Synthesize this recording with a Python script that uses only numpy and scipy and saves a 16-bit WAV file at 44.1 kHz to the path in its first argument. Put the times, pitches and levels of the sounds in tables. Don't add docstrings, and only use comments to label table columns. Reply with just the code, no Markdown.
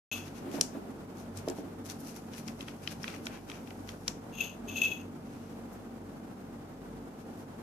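import sys
import numpy as np
from scipy import signal
from scipy.fft import rfft, irfft
from scipy.io import wavfile

SR = 44100
rng = np.random.default_rng(int(sys.argv[2]) if len(sys.argv) > 2 else 0)


def store_wav(level_fs):
    pcm = np.round(np.clip(np.atleast_2d(level_fs), -1, 1) * 32767)
    wavfile.write(sys.argv[1], SR, pcm.T.astype(np.int16))


N = 336042
T = np.arange(N) / SR

# start_s, level_db, favoured_hz, loss_below_db_per_octave, pan_db
TAPS = [(0.611, -18.5, 7150, 8.5, -3.5), (1.373, -43.5, 8500, 15, 0), (1.485, -39, 5200, 4, -4.5),
        (1.499, -42, 7000, 15, -4), (1.899, -37, 5360, 9, -8), (2.163, -48, 8000, -1, -6),
        (2.335, -48, 3200, 4, -3), (2.4786, -43.5, 5230, 14, -1), (2.483, -43, 2300, 4, -3),
                (2.607, -39.5, 3400, 13, -7.5), (2.683, -41, 2580, 8, -5.5), (2.8747, -31.5, 3400, 12.5, 0),
        (3.031, -45, 5830, 24, 7), (3.042, -34.5, 2210, 9, -8), (3.0792, -37.5, 2580, 10, 1),
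        (3.1408, -46, 2300, 14, -5), (3.2563, -48, 8000, 14, 6), (3.268, -33.5, 2520, 5.5, -6),
                (3.499, -40.5, 2300, 4.5, -7), (3.5165, -43.5, 2900, 11, -4), (3.6746, -55, 2800, 18, 11),
        (3.706, -47, 2600, 7, -5), (3.8902, -38.5, 2860, 6.5, -8.5), (4.0794, -24.5, 4970, 7.5, -6)]


def glass_taps(chatter_s, first_hit, damping, gain_db, grip_detune=0.025, above_steeper=2.06):
    # pitch_hz, level_db, t60_s
    bottle_modes = [(1230, -1, 0.0022), (2000, -3, 0.0066), (2550, -1, 0.0039), (3220, 0.5, 0.0065),
                    (4050, 0, 0.0064), (4660, -2, 0.01), (5580, 3.5, 0.0053), (5750, 6, 0.0089),
                    (6910, 1.5, 0.0022), (8100, -3, 0.00194), (10850, -9, 0.0055), (11000, 0.5, 0.0026),
                    (13400, 1.5, 0.0066)]
    out, t = np.zeros((2, N)), T[:SR // 50]
    for start_s, level_db, favoured_hz, loss_db_per_octave, pan_db in TAPS:
        tap = 0
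        for hz, mode_db, t60_s in bottle_modes:
            force = rng.standard_normal((2, len(t))) * np.exp(-t / chatter_s)
            force[:, 0] = first_hit * rng.choice([-1, 1])
            pitch_hz = hz * np.exp(grip_detune * rng.standard_normal())
            width_hz = damping * np.log(1000) / (np.pi * t60_s)
            mode = resonate(resonate(force, pitch_hz, width_hz), pitch_hz, pitch_hz / 2)
            octaves = np.log2(hz / favoured_hz)
            loss_db = loss_db_per_octave * max(-octaves, above_steeper * octaves)
            tap = tap + rms_one(mode) * from_db(mode_db - loss_db)
        attack_rms = np.sqrt(np.mean(tap[:, :SR // 300] ** 2, axis=1, keepdims=True))
        add(out, start_s, tap / attack_rms * pan(pan_db) * from_db(level_db + gain_db))
    return out


def cap_squeak(pitch_hz=2608, waver_hz=17, rough_db=2.5, tone_db=-2.5, grit_db=-19, judder_db=2.0):
    # pitch_hz, width_hz, level_db
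    cap_modes = [(2683, 370, -12), (2750, 39, -17.5), (3026, 120, -24), (3340, 22, -23.5),
                 (3360, 440, -16.5), (6470, 57, -16.5), (6410, 600, -15.5), (12240, 210, -25.5),
                 (12200, 68, -26.5), (12350, 830, -22.5)]
    # frequency_hz, density_db
    grit_spectrum = [(1500, 10.5), (2500, -5), (4000, 13), (5000, 10), (7000, 3.5), (9000, 4), (13000, 8),
                     (15000, -40)]
    sing, scrape = stick_slip()
    phase = 2 * np.pi * np.cumsum(pitch_hz + waver_hz * drift(90)) / SR
    tone = rms_one(np.sin(phase) * from_db(rough_db * drift(46))) * from_db(tone_db)
    friction = from_db(grit_db) * noise(grit_spectrum)
    for hz, width_hz, mode_db in cap_modes:
        mode = resonate(resonate(rng.standard_normal(N), hz, width_hz), hz, width_hz)
        friction += rms_one(mode) * from_db(mode_db)
    judder = rms_one(from_db(judder_db * drift(78)))
    return sing * tone + scrape * friction * judder


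def stick_slip(rise_s=0.0018, release_s=0.0073, stick_db=-4, stick_s=0.008, twist_tone_db=-13):
    # start_s, hardest_push_s, end_s, level_db
    twists = [(0.094, 0.113, 0.25, -30.5), (4.325, 4.427, 4.55, -31), (4.671, 4.83, 5.02, -29)]
    # start_s, level_db, length_s
    slips = [(0.114, -32, 0.024), (4.384, -43, 0.011), (4.4042, -24, 0.0055), (4.683, -40.5, .018),
             (4.758, -33, 0.028), (4.816, -18, 0.0046), (4.832, -23.5, 0.028), (4.914, -30.5, 0.0073)]
    twisting = sum(envelope([(start_s, db - 17.5), (push_s, db), (end_s, db - 22.5)])
                   for start_s, push_s, end_s, db in twists)
    sticking = sum(swell(T - start_s + stick_s, stick_s) for start_s, _, _ in slips)
    twisting *= from_db(stick_db * sticking)
    tone_power, friction_power = (twisting * from_db(twist_tone_db)) ** 2, twisting ** 2
    for start_s, level_db, length_s in slips:
        i, t = round(start_s * SR), T[:SR // 5]
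        slip = (1 - np.exp(-t / rise_s)) * np.exp(-np.maximum(t - length_s, 0) / release_s)
        friction_db = -31.5 + 0.45 * (level_db + 25.5)
        tone_power[i:i + len(t)] += (slip * from_db(level_db)) ** 2
        friction_power[i:i + len(t)] += (slip * from_db(friction_db)) ** 2
    return np.sqrt(tone_power), np.sqrt(friction_power)


def rubbing(cap_hz=2500, cap_width_hz=650, cap_db=-3.5, grip_from_s=1.85, grip_to_s=4.1, grip_db=-66.5):
    # frequency_hz, density_db
    rub_spectrum = [(700, -8), (1400, -1.5), (2300, -8.5), (3500, -5.5), (4600, -1.5), (5900, 3.5),
                    (7500, -2.5), (9000, -3), (11000, 0), (13500, -2), (15000, -23)]
    # centre_s, level_db, spread_s, tilt_db_per_octave
    strokes = [(0.167, -48.5, 0.036, -2.5), (0.267, -51, 0.02, -3.5), (0.372, -52, .02, -3.5),
               (0.548, -46.5, 0.023, -3), (1.199, -56, .025, -1.5), (1.582, -53.5, 0.021, -2.5),
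               (1.864, -50.5, .011, -0.5), (1.907, -44.5, 0.012, -1.5), (2.008, -53.5, 0.011, 2),
               (2.082, -50.5, 0.032, -1.5), (2.383, -47, 0.016, -2), (2.839, -50, 0.0095, -3),
               (2.919, -44, 0.01, -2.5), (3.097, -48.5, 0.046, -5), (3.342, -49.5, 0.026, -6),
               (3.553, -51.5, 0.022, -5.5), (5.404, -63.5, 0.15, -3.5), (5.735, -59.5, .011, 4),
               (7.208, -63, .017, -2), (7.4, -63, .021, 1)]
    grip = (T > grip_from_s) * (T < grip_to_s) * from_db(grip_db + drift(9))
    out, t = grip * noise(rub_spectrum), T[:SR // 3] - 0.16
    for centre_s, level_db, spread_s, tilt in strokes + finger_slides():
        hiss = noise(rub_spectrum, tilt, size=len(t))
        hiss += max(-tilt, 0) * from_db(cap_db) * resonate(hiss, cap_hz, cap_width_hz)
        add(out, max(centre_s + t[0], 0), from_db(level_db) * swell(t, spread_s) * rms_one(hiss))
    return out * skin_grain()


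def finger_slides(loudest_db=-51, under_tap_db=4, lag_s=0.006, spread_s=0.018, double_tap_s=0.035):
    strokes, last_s = [], 0
    for start_s, level_db, favoured_hz, _, _ in TAPS:
        if start_s - last_s > double_tap_s:
            tilt = -3.5 + 1.2 * np.log2(favoured_hz / 4000)
            strokes.append((start_s + lag_s, min(loudest_db, level_db - under_tap_db), spread_s, tilt))
        last_s = start_s
    return strokes


def skin_grain(grain_db=1.0, catches_per_s=110, catch_db=5, catch_s=0.0005):
    catches = (rng.random(N) < catches_per_s / SR) * np.minimum(rng.exponential(1, N), 2)
    spikes = signal.lfilter([1], [1, -np.exp(-1 / (catch_s * SR))], catches + 1e-18)
    return rms_one(from_db(grain_db * drift(740)) + from_db(catch_db) * spikes)


def table_bumps(gain_db=1, softness=0.7, contact_s=0.00068, detune=0.069):
    # start_s, level_db
    bumps = [(0.542, -30), (0.585, -29), (0.613, -32), (0.749, -31.5), (1.477, -20.5), (1.585, -29.5)]
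    # pitch_hz, level_db, t60_s
    table_modes = [(207, -7, 0.046), (265.3, -1, 0.074), (361.5, -5, 0.077), (474, 1, 0.039),
                   (626, 2, 0.028), (806, -9, 0.042)]
    out, t = np.zeros((2, N)), T[:SR // 5]
    hardest_db, lowest_hz = max(db for _, db in bumps), table_modes[0][0]
    for start_s, level_db in bumps:
        thud = 0
        for hz, mode_db, t60_s in table_modes:
            dull_db = softness * (level_db - hardest_db) * np.log2(hz / lowest_hz)
            phase = 2 * np.pi * (hz * (1 + rng.normal(0, detune)) * t + rng.random())
            thud = thud + from_db(mode_db + dull_db - 60 * t / t60_s) * np.sin(phase)
        thud *= 1 - np.exp(-t / contact_s)
        add(out, start_s, thud / np.abs(thud).max() * from_db(level_db + gain_db))
    return out


def hand_drags(gain_db=-1):
    # centre_s, level_db, spread_s
    drags = [(0.469, -39, 0.023), (0.571, -35, 0.04), (0.76, -41.5, 0.033), (0.9, -48, 0.035),
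             (1.494, -37.5, 0.023), (1.666, -46.5, 0.052), (3.207, -51, 0.15), (4.776, -47.5, 0.18)]
    # frequency_hz, density_db
    drag_spectrum = [(100, -28), (170, 2), (260, 7), (350, 5), (480, -7), (670, -3.5), (1000, -15.5),
                     (2000, -23), (6000, -36)]
    pressure = sum(from_db(db) * swell(T - centre_s, spread_s) for centre_s, db, spread_s in drags)
    return from_db(gain_db) * pressure * noise(drag_spectrum)


def room(x, t60_s=0.25, gain_db=-7.5, absorb_above_hz=11000, build_s=0.0049):
    t = T[:SR // 2]
    tail = rng.standard_normal((2, len(t))) * from_db(-60 * t / t60_s) * (1 - np.exp(-t / build_s)) ** 2
    tail /= np.sqrt(np.sum(tail ** 2) / 2)
    tail = signal.sosfilt(signal.butter(1, absorb_above_hz, fs=SR, output="sos"), tail)
    return from_db(gain_db) * signal.fftconvolve(x, tail, axes=1)[:, :N]


def ports(x):
    # frequency_hz, left_minus_right_db
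    balance = [(300, -2), (1800, 3), (2700, 6.5), (3500, 10), (5000, 9), (6400, 16), (7400, 0.5), (8500, 2),
               (10000, -6), (12000, -8.5), (14000, -9)]
    hz = np.maximum(np.fft.rfftfreq(N, 1 / SR), 1)
    gains = from_db(np.array([[1], [-1]]) * at_hz(balance, hz) / 2)
    return irfft(rfft(x) * gains / np.sqrt(np.mean(gains ** 2, axis=0)), N)


def air_and_hum(air_db=-46.5, flutter_db=1.27, waver_db=3.5, wander=0.00613, left_lag_s=0.00011):
    # frequency_hz, density_db
    air_spectrum = [(20, -29), (34, -32), (46, -25), (70, -19), (110, -12.5), (190, -9.5), (250, -3.5),
                    (320, -8.5), (450, -14), (800, -19), (1150, -24.5), (1450, -26), (1800, -31.5),
                    (2700, -36.5), (4000, -41), (6000, -41.5), (8000, -44), (14500, -47)]
    # pitch_hz, rms_db
    hum_lines = [(48.2, -62.5), (96.8, -56), (145.5, -59.5), (175.4, -61), (190, -59.5), (228.5, -53),
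                 (274, -61), (447, -61.5), (776, -67.5)]
    out = from_db(air_db + flutter_db * drift(20.3)) * noise(air_spectrum)
    for hz, rms_db in hum_lines:
        phase = 2 * np.pi * (np.cumsum(hz * (1 + wander * drift(4.39))) / SR + rng.random())
        out += from_db(rms_db) * rms_one(np.sin(phase) * from_db(waver_db * drift(3.5)))
    return np.array([np.roll(out[0], round(left_lag_s * SR)), out[1]])


def noise(spectrum, tilt_db_per_octave=0, size=N):
    # frequency_hz, coherence
    likeness = [(60, 0.69), (200, 0.95), (400, 0.83), (800, 0.15), (1600, 0.23), (14000, 0)]
    hz = np.maximum(np.fft.rfftfreq(size, 1 / SR), 1)
    mid, side = rfft(rng.standard_normal((2, size)))
    coherence = at_hz(likeness, hz)
    stereo = mid + np.sqrt((1 - coherence) / (1 + coherence)) * side * [[1], [-1]]
    colour_db = at_hz(spectrum, hz) + tilt_db_per_octave * np.log2(np.maximum(hz, spectrum[0][0]))
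    return rms_one(irfft(stereo * from_db(colour_db), size))


def drift(rate_hz):
    r = np.exp(-40 * np.pi * rate_hz / SR)
    slow = signal.lfilter([1], [1, -2 * r, r * r], rng.standard_normal(N // 20 + 4002))[4000:]
    return np.interp(np.arange(N) / 20, np.arange(len(slow)), rms_one(slow))


def resonate(x, hz, width_hz):
    r = np.exp(-np.pi * width_hz / SR)
    feedback = [1, -2 * r * np.cos(2 * np.pi * hz / SR), r * r]
    return signal.lfilter(np.array([1, 0, -1]) * (1 - r * r) / 2, feedback, x)


def swell(t, spread_s):
    return np.exp(-np.minimum((t / spread_s) ** 2, 60) / 2)


def envelope(rows):
    time_s, level_db = np.transpose(rows)
    return from_db(np.interp(T, time_s, level_db, left=-120, right=-120))


def at_hz(points, hz):
    frequency_hz, value = np.transpose(points)
    return np.interp(np.log(hz), np.log(frequency_hz), value)


def pan(left_minus_right_db):
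    return rms_one(from_db([[left_minus_right_db / 2], [-left_minus_right_db / 2]]))


def add(out, start_s, sound):
    i = round(start_s * SR)
    out[:, i:i + sound.shape[-1]] += sound[..., :N - i]


def from_db(db):
    return 10 ** (np.asarray(db) / 20)


def rms_one(x):
    return x / np.sqrt(np.mean(x ** 2) + 1e-20)


def scene(table_low_hz=160, scatter_edge=0.15):
    low_cut = signal.butter(2, table_low_hz, "high", fs=SR, output="sos")
    thuds = signal.sosfilt(low_cut, table_bumps() + hand_drags())
    handling = thuds + cap_squeak() + rubbing()
    direct = glass_taps(chatter_s=0.0019, first_hit=3.7, damping=0.81, gain_db=3.0)
    scattered = glass_taps(chatter_s=0.0001, first_hit=5.0, damping=5.0, gain_db=-1.5)
    scattered = signal.lfilter([1, -scatter_edge], [1], scattered)
    return ports(direct + handling + room(scattered + handling)) + air_and_hum()


def record(dry, start_s=0.115, cutoff_hz=14800):
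    low_pass = signal.ellip(10, 0.1, 80, cutoff_hz, fs=SR, output="sos")
    return signal.sosfilt(low_pass, dry * (T >= start_s))


dry = scene()
out = record(dry)
store_wav(out)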